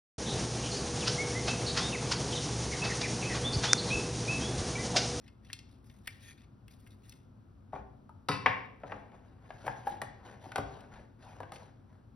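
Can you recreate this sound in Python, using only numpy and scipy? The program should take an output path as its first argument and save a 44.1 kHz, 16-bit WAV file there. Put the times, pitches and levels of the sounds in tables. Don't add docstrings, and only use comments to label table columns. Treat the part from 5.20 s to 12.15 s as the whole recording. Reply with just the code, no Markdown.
import sys
import numpy as np
from scipy import signal
from scipy.fft import rfft, irfft
from scipy.io import wavfile
from scipy.ndimage import uniform_filter1d

SR = 44100
rng = np.random.default_rng(int(sys.argv[2]) if len(sys.argv) > 2 else 0)


def generate_wav(signal):
    frames = np.transpose(np.atleast_2d(signal))
    scaled = np.clip(frames, -1, 1) * 32767
    pcm = np.round(scaled).astype(np.int16)
    wavfile.write(sys.argv[1], SR, pcm)


N = 306495

FREE_T60_S, GRIPPED_T60_S = 0.46, 0.25
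# frequency in Hz, likeness from 0 to 1.
ROOM_LIKENESS = [(100, 1), (300, 0.44), (700, 0.054), (2000, 0.35), (5000, 1), (12000, 1)]


def tin():
    # start in seconds, level in dB, flatness from 0 to 1,
    # hollow pitch in Hz, hollow boost in dB, clank, tick and fizz in dB, rise and clatter time in
    # seconds, metal ring in dB, table thud in dB.
    landings = [(3.086, 16.5, .2, 1230, 9.5, -17.5, -18.5, -32, 0.00077, 0.067, -2, 18.5),
                (3.115, -1, 0.1, 1030, 8, -0.5, -17, -28, 0.0013, 0.54, 7, -6),
                (3.26, 18.5, .8, 1040, 5.5, -4, -26, -44.5, 0.00015, 0.056, -11, 14.5),
                (3.274, 3.5, .2, 945, 3.5, 0.5, -22, -46, .003, 0.69, -12, -6)]
    # start in seconds, level in dB, hollow pitch in Hz,
    # hollow boost, clank, fizz and table thud in dB, panel pitch in Hz, its level in dB, its ring time
    # in seconds.
    knocks = [(2.531, 5, 796, 6, -36, -59, 1.5, 1134, -43.5, 0.09),
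              (2.559, 4.5, 760, 4.5, -28.5, -66, 0.5, 2380, -59.5, 0.14),
              (2.893, -15.5, 900, 12, -27, -30.5, -18, 1260, -46.5, 0.031),
              (3.635, 4.5, 724, 6, -21.5, -67, 1, 1090, -59, 0.048),
              (3.7198, 7, 1000, 7, -13, -55, 0.5, 1100, -44.5, 0.048),
              (4.3047, -0.5, 770, 6, -14.5, -50, -15, 1640, -46, 0.036),
              (4.441, -13, 634, 9, -29, -47, -18, 1440, -60, 0.037),
              (4.4656, 7, 660, 6.5, -23, -38, -0.5, 1750, -45, .04),
              (4.479, 11.5, 843, 8, -17.5, -66, 2, 1595, -32.5, .04),
              (4.6696, 10.5, 807, 11, -25.5, -46, -20, 1656, -39.5, 0.043),
              (4.8167, 7.5, 1940, 9, -18.5, -23.5, 0, 1885, -43, 0.12),
              (4.8195, 4, 720, 5, -30, -55, -6, 2340, -50, 0.06),
              (5.2571, -1.5, 700, 1, -29, -52, -0.5, 1240, -64, .04),
              (5.3188, -7, 925, 12, -5, -25, -26, 1483, -41.5, 0.048),
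              (5.3586, 12, 890, 5, -13.5, -26, -7, 1493, -31.5, 0.05),
              (5.3809, 16.5, 720, 1.5, -27, -38.5, 14, 530, -31.5, 0.051),
              (5.396, 2, 550, 11, -23, -50, 2, 586, -35, .04),
              (6.203, 5.5, 770, 5, -29, -40.5, -4, 1674, -47, 0.052),
              (6.2312, 1, 760, 3, -19, -47, -6, 1580, -47, 0.048),
              (6.32, 0.5, 960, 5.5, -17, -27.5, -16.5, 1170, -53, 0.041)]
    out = np.zeros(N)
    for start, *landing in landings:
        add(out, start, strike(*landing, FREE_T60_S))
    for start, db, hollow_hz, hollow_db, clank, fizz, thud_db, panel_hz, panel_db, panel_t60 in knocks:
        tick = (clank + fizz) / 2 - 1
        rise = 0.00013 * 2 ** (-clank / 16)
        knock = strike(db, 0, hollow_hz, hollow_db, clank, tick, fizz, rise,
                       t60=0.046, ring_db=-20.5, thud_db=thud_db, longest_s=GRIPPED_T60_S)
        air_hoot = note(hollow_hz, db + hollow_db - 58.5, t60=0.04, rise=rise)
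        add(out, start, knock)
        add(out, start, air_hoot + note(panel_hz, panel_db, panel_t60, rise))
    return out


def strike(db, flat, hollow_hz, hollow_db, clank, tick, fizz, rise, t60, ring_db, thud_db, longest_s):
    # pitch in Hz, strength in dB, ring time in seconds.
    tin_modes = [(524, -44, 0.2), (885, -60, 0.25), (1012, -47, 0.34), (1070, -49, 0.32), (1266, -49, 0.3),
                 (1470, -44, .09), (1705, -54, 0.3), (1976, -37, 0.15), (2240, -53, .2), (2358, -50, .35),
                 (2643, -55, .45), (3010, -55, .3), (3607, -51, 0.45), (3763, -43, 0.26), (4344, -49, 0.32),
                 (4515, -46, 0.22), (4748, -41, 0.18), (4931, -43, 0.28), (4990, -40, 0.3),
                 (5087, -47, 0.32), (5216, -48, .32), (5717, -52, 0.38), (5841, -47, 0.3),
                 (6560, -49, 0.27), (8340, -45, 0.13), (8651, -42, 0.33), (9119, -36, .25),
                 (10250, -45, .35), (10700, -46, .45)]
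    # pitch in Hz, strength in dB, ring time in seconds.
    table_modes = [(95.6, -59, 0.12), (118, -50, 0.11), (146.6, -55.5, 0.13), (210.3, -57.5, 0.15),
                   (263, -50, 0.14), (400.6, -49, 0.069)]
    # pitch in Hz, half width in Hz, boost in dB.
    floor_peaks = [(550, 20, 5.5), (750, 20, 10), (888, 26, 8.5), (1074, 52, 12.5), (1536, 71, 13.5),
                   (1715, 34, 10), (2020, 40, 9), (2320, 67, 11.5), (2775, 29, 3.5)]
    hz = np.geomspace(60, 16000, num=700)
    slope = [(60, -33), (340, -16), (540, -7.5), (760, -3), (1050, -9), (1400, clank / 2 - 4),
             (2200, clank), (3200, (clank + tick) / 2), (4000, tick), (5500, tick - 3),
             (7300, fizz - 1), (11000, fizz), (13500, fizz - 17), (16000, fizz - 19)]
    box_db = read(slope, hz) + hump(hz, hollow_hz, 0.12 * hollow_hz, hollow_db)
    floor_db = flat * sum(hump(hz, *peak) for peak in floor_peaks)
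    colour = np.column_stack([hz, box_db])
    clatter_colour = np.column_stack([hz, box_db + floor_db])
    metal = ring(tin_modes, colour, longest_s)
    metal += amp(-8.5) * ring(tin_modes, colour, longest_s, spread=0.0091)
    out = amp(db + ring_db) * (metal + shimmer(colour))
    add(out, 0, amp(db) * blow(clatter_colour, rise, t60, snap=0.27))
    thud = ring(table_modes, [(100, 0.067), (400, 0.86)], FREE_T60_S, spread=0.053)
    add(out, 0.0101, amp(thud_db) * thud)
    return out


def shimmer(colour, db=-51.5, t60=0.24, count=70):
    pitches = rng.uniform(2500, 12000, count)
    levels = db + 3 * rng.standard_normal(count)
    return ring(np.column_stack([pitches, levels, np.full(count, t60)]), colour, t60)


def scraping():
    # start and length in seconds, body level in dB, hiss in dB against the body.
    shoves = [(2.518, 0.12, -52, -24), (3.65, 0.2, -53, -25), (3.915, 0.1, -66, -22),
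              (4.045, 0.044, -76.5, -10.5), (4.19, 0.7, -68.5, -7), (4.38, 0.38, -68.5, -3),
              (4.44, 0.13, -52.5, -20), (4.64, 0.19, -62, -6), (4.7, 0.07, -60, -6.5),
              (5.03, 0.17, -58, -11), (5.2, 0.18, -70.5, 2), (5.45, 0.26, -68, -8), (5.7, 0.19, -57, -16),
              (5.98, 0.34, -59, -12), (6.325, 0.072, -58.5, -2), (6.37, 0.16, -64, -7.5),
              (6.68, 0.16, -72.5, -16)]
    # time in seconds, level in dB.
    pressing = [(3.602, -64), (3.95, -67), (4.15, -73), (4.448, -68.5), (5.6, -58.5), (5.95, -81),
                (6.302, -65), (6.95, -94)]
    # frequency in Hz, level in dB.
    colour = [(150, -4.5), (300, -8.5), (600, -4.5), (850, -4), (1200, -15), (1500, -10.5), (2600, -22.5),
              (5500, -35), (6700, -32.5), (7500, -55), (8600, -38.5), (10400, -40), (12700, -54),
              (14000, -57)]
    pressing_db = np.interp(np.arange(N) / SR, *np.transpose(pressing), left=-np.inf)
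    gains = strokes(shoves) + amp([pressing_db, pressing_db - 20.5])
    return rub(gains, colour, bands=[(450, 4100), (3500, 6600)], split_hz=3600,
               grains_per_s=1200, grain_db=2.0, smooth=0.86, judder_db=1.93)


def buckle():
    # start in seconds, level, body and fizz in dB, rise in seconds,
    # ping pitch in Hz, ping level in dB, ping ring time in seconds.
    clicks = [(0.079, -28, 2.5, -18, 0.0016, 2690, -68, 0.045),
              (0.3009, -35, 21, -13, 0.00045, 1860, -47, .03),
              (0.3308, -2, -12.5, -18.5, 0.00074, 2760, -39.5, 0.036),
              (0.39, -17.5, -10, -23, 0.0012, 2760, -52, 0.035),
              (.698, -33, 4.5, -23, 0.0016, 3650, -61, .04),
              (0.8732, -12.5, 1.5, -2, 0.0016, 1850, -36, 0.044),
              (0.8771, -15.5, 10, -9, 0.00022, 2330, -44, 0.095),
              (1.481, -32, 7, -4.5, 0.00092, 2770, -70, .05),
              (1.664, -41, 17.5, -3, 0.0025, 2050, -67, .05),
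              (1.673, -35.5, 0, -2, 0.00098, 3380, -77, .05),
              (1.895, -23, -26, -5, 0.00031, 6020, -51, 0.039),
              (1.921, -24.5, -2, -13, 0.0053, 3400, -68, .05),
              (5.606, -31, 2, -13, .0015, 2750, -73, 0.059), (6.34, -33, 0, -8, .001, 3020, -66, .04),
              (6.358, -23, 1.5, -18, 0.0025, 2350, -71, .05)]
    # pitch in Hz, strength in dB, ring time in seconds.
    steel_modes = [(2126, -36, 0.2), (2680, -35, 0.11), (3270, -34, 0.07), (3500, -33, 0.06),
                   (4320, -24, 0.065), (4377, -42, 0.22), (5240, -38, .13), (5080, -14, 0.014),
                   (5400, -19, 0.014), (5990, -38, 0.09), (8280, -34, .05), (9184, -46, 0.23),
                   (10380, -46, 0.22)]
    out = np.zeros(N)
    for start, db, body, fizz, rise, ping_hz, ping_db, ping_t60 in clicks:
        colour = [(100, body - 18), (900, body - 13), (1900, body), (2900, body / 2 + 3), (4500, -9),
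                  (6500, -8.5), (8500, fizz / 2), (11000, fizz), (16000, fizz - 3)]
        click = amp(-8.5) * ring(steel_modes, colour, GRIPPED_T60_S)
        add(click, 0, blow(colour, rise, t60=0.037, snap=1.0))
        add(out, start, amp(db) * click)
        add(out, start, note(ping_hz, ping_db, ping_t60, rise))
    return out


def strap():
    # start and length in seconds, body level in dB, hiss in dB against the body.
    slides = [(0, 0.17, -72, -3), (.21, 0.33, -69, -1), (.47, 0.18, -76.5, 6), (.61, 0.36, -76.5, 11.5),
              (.83, 0.24, -66.5, 7), (.99, 0.22, -62.5, 6), (1.17, 0.12, -67.5, -4),
              (1.45, 0.53, -78.5, 12), (1.495, 0.078, -71.5, 7), (1.6, 0.023, -82, 18),
              (1.7, 0.065, -75, 9), (1.81, 0.29, -70.5, 7.5), (4.455, 0.052, -67, 18),
              (4.655, 0.081, -64.5, 11.5)]
    # frequency in Hz, level in dB.
    colour = [(500, -26), (900, -46), (1400, -9), (1880, 4.5), (2150, 0.5), (2730, 0.5), (3050, -5),
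              (3470, 0), (6200, -7.5), (7700, -19.5), (9100, -11.5), (10800, -21.5), (16000, -34)]
    return rub(strokes(slides), colour, bands=[(1500, 22000), (8500, 16000)], split_hz=13900,
               grains_per_s=2100, grain_db=2.5, smooth=1.0, judder_db=3.0)


def creak(slips_per_s=170, unevenness=0.35):
    # start in seconds, length in seconds, level in dB.
    pulls = [(1.001, .14, -64.5), (1.059, 0.076, -60)]
    # pitch in Hz, strength in dB, ring time in seconds.
    leather_modes = [(1830, -3, 0.032), (2374, -4.5, 0.039), (3400, -6, 0.023), (4580, -14, 0.037),
                     (6300, -5, 0.021), (10100, -8, 0.011), (11100, -6.5, 0.012)]
    out = np.zeros(N)
    for start, length, db in pulls:
        train = np.zeros(SR)
        gaps = np.exp(unevenness * rng.standard_normal(80)) / slips_per_s
        times = np.cumsum(gaps)
        for time in times[times < length]:
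            slip = ring(leather_modes, [(1000, 0)], GRIPPED_T60_S, spread=0.016)
            add(train, time, np.sin(np.pi * time / length) * slip)
        add(out, start, amp(db) * np.sqrt(length) * evened(train))
    return out


def blow(colour, rise, t60, snap, size=16384):
    t, hz = np.arange(size) / SR, bins(size)
    rise = np.clip(rise, 1e-4, 0.005)
    treble = 1 / (1 + (2500 / (hz + 1)) ** 4)
    noise = rng.standard_normal(size) * (1 - np.exp(-(t / rise) ** 2))
    spectrum = 0
    for fade_s, share in (t60, 1 - treble), (t60 * 0.44, treble):
        clatter = noise * amp(-60 * t / max(fade_s, 0.006))
        spectrum += rfft(clatter) / np.linalg.norm(clatter) * share
    spectrum += snap * np.exp(-rise / 0.0012)
    spectrum = flattened(spectrum, width=220) * sharp_pulse(read(colour, hz))
    return irfft(spectrum)[:size // 2]


def ring(modes, colour, longest_s, spread=0.0018):
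    hz, db, t60 = np.transpose(modes)[:, :, None]
    t = np.arange(SR // 2) / SR
    fall_db = -60 * t / np.minimum(t60, longest_s)
    pitch = hz * (1 + spread * rng.standard_normal(hz.shape))
    sign = rng.choice([-1, 1], hz.shape)
    tones = sign * amp(db + read(colour, hz) + fall_db) * np.sin(2 * np.pi * pitch * t)
    return tones.sum(0)


def note(hz, db, t60, rise):
    t = np.arange(SR // 4) / SR
    swell = 1 - np.exp(-t / rise)
    return amp(db - 60 * t / t60) * swell * np.sin(2 * np.pi * hz * t)


def rub(gains, colour, bands, split_hz, grains_per_s, grain_db, smooth, judder_db):
    hz = bins(N)
    slips = (rng.random(N) < grains_per_s / SR) * rng.choice([-1, 1], N)
    slips = slips * amp(grain_db * np.minimum(rng.exponential(1, N), 4))
    wobble = irfft(rfft(rng.standard_normal(N)) * (hz > 15) * (hz < 90), N)
    judder = amp(judder_db * evened(wobble))
    friction = judder * (evened(slips) + smooth * rng.standard_normal(N))
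    spectrum = rfft(patchy(friction)) * amp(read(colour, hz))
    low = 1 / (1 + (hz / split_hz) ** 4)
    out = np.zeros(N)
    for gain, share, (from_hz, to_hz) in zip(gains, (low, 1 - low), bands):
        band_level = irfft(spectrum * (hz > from_hz) * (hz < to_hz), N).std()
        out += gain * irfft(spectrum * share, N) / band_level
    return out


def strokes(rows, peak_share=0.18):
    t, gains = np.arange(N) / SR, np.zeros((2, N))
    for start, length, db, hiss_db in rows:
        ramp = np.interp((t - start) / length, [0, peak_share, 1], [0, 1, 0])
        speed = np.sin(np.pi / 2 * ramp) ** 2
        gains += amp([[db], [db + hiss_db]]) * speed
    return gains


def patchy(sound, flare_db=3):
    frames = signal.stft(sound, nperseg=512, noverlap=384)[2]
    patches = uniform_filter1d(rng.standard_normal(frames.shape), size=5, axis=0)
    patches = evened(uniform_filter1d(patches, size=9, axis=1))
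    return signal.istft(frames * amp(flare_db * patches), nperseg=512, noverlap=384)[1][:N]


def room(sound):
    # frequency in Hz, ring time in seconds.
    ring_times = [(100, 0.52), (300, 1), (800, 0.52), (2000, 0.49), (5000, .52), (12000, 0.14)]
    # frequency in Hz, level in dB against the sound sent in.
    echo_levels = [(100, 2), (300, -5), (900, -3), (2000, -5), (5000, -6.5), (12000, -9)]
    hz, t, frames = signal.stft(rng.standard_normal((2, SR)), SR, nperseg=256)
    fade = amp(-60 * t / read(ring_times, hz)[:, None])
    tail = signal.istft(frames * fade, SR, nperseg=256)[1][:, :SR]
    onset = np.clip((np.arange(SR) / SR - 0.004) / 0.00066, 0, 1)
    spectra = flattened(rfft(tail * onset), width=160)
    hz = bins(SR)
    echoes = irfft(pair(*spectra, read(ROOM_LIKENESS, hz)) * amp(read(echo_levels, hz)))
    return signal.fftconvolve(sound[None], echoes, axes=1)[:, :N]


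def hum(noise_db=-57.5):
    # frequency in Hz, level in dB.
    colour = [(12, -58.5), (20, -24), (37, -10.5), (68, -16), (101, -2), (177, -16), (210, -9.5),
              (277, -18.5), (310, -24), (347, -18.5), (422, -26), (1400, -32.5), (1910, -45), (3530, -49),
              (16000, -63.5)]
    # pitch in Hz, half width in Hz, level in dB.
    drones = [(61.3, 2.4, -65), (90.7, 5.6, -67.5), (227.3, 14, -76), (264.6, 28, -70)]
    hz = bins(N)
    spectra = pair(*rfft(rng.standard_normal((2, N))), read(ROOM_LIKENESS, hz))
    out = amp(noise_db) * evened(irfft(spectra * amp(read(colour, hz)), N))
    for centre_hz, width_hz, db in drones:
        narrow_band = rfft(rng.standard_normal(N)) * hump(hz, centre_hz, width_hz, 1)
        out += amp(db) * evened(irfft(narrow_band, N))
    return out


def amp(db):
    return 10 ** (np.asarray(db) / 20)


def evened(sound):
    return sound / np.sqrt(np.mean(sound ** 2) + 1e-20)


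def flattened(spectrum, width):
    return spectrum / np.sqrt(uniform_filter1d(abs(spectrum) ** 2, size=width))


def read(points, hz):
    point_hz, values = np.transpose(points)
    return np.interp(np.log(hz + 1), np.log(point_hz + 1), values)


def hump(hz, centre_hz, width_hz, height):
    return height / (1 + ((hz - centre_hz) / width_hz) ** 2)


def bins(size):
    return np.fft.rfftfreq(size, 1 / SR)


def add(mix, start, sound):
    part = mix[max(round(start * SR), 0):][:len(sound)]
    part += sound[:len(part)]


def sharp_pulse(colour_db):
    cepstrum = irfft(np.log(amp(colour_db)))
    half = len(cepstrum) // 2
    cepstrum[1:half] *= 2
    cepstrum[half + 1:] = 0
    return np.exp(rfft(cepstrum))


def pair(left, other, likeness):
    return np.array([left, likeness * left + np.sqrt(1 - likeness ** 2) * other])


def scene():
    rubbing, scrapes = strap(), scraping()
    watch = buckle() + rubbing + creak()
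    box = tin() + scrapes
    return watch + box + room(box + amp(-7) * watch) + hum()


def record(dry, low_cut_hz=38, top_hz=16050):
    # frequency in Hz, how much louder the left is in dB.
    balance = [(60, 2), (900, 3.5), (2500, 2.5), (4500, 6.5), (8000, 0), (14000, 0.5)]
    # frequency in Hz, how far the left leads in radians.
    lead = [(100, 0), (1000, 0.24), (3500, 1), (5200, 1), (6500, -2.5), (8700, -4.5), (10000, -5),
            (15500, -10.5)]
    hz = bins(N)
    left_gain = amp(read(balance, hz) / 2) * np.exp(1j * read(lead, hz) / 2)
    stereo = irfft(rfft(dry) * np.array([left_gain, 1 / left_gain]), N)
    low_cut = signal.butter(2, low_cut_hz, "highpass", fs=SR, output="sos")
    top_cut = signal.firwin(511, top_hz, window=("kaiser", 9), fs=SR)
    return signal.oaconvolve(signal.sosfilt(low_cut, stereo), top_cut[None], "same")


dry = scene()
out = record(dry)
generate_wav(out)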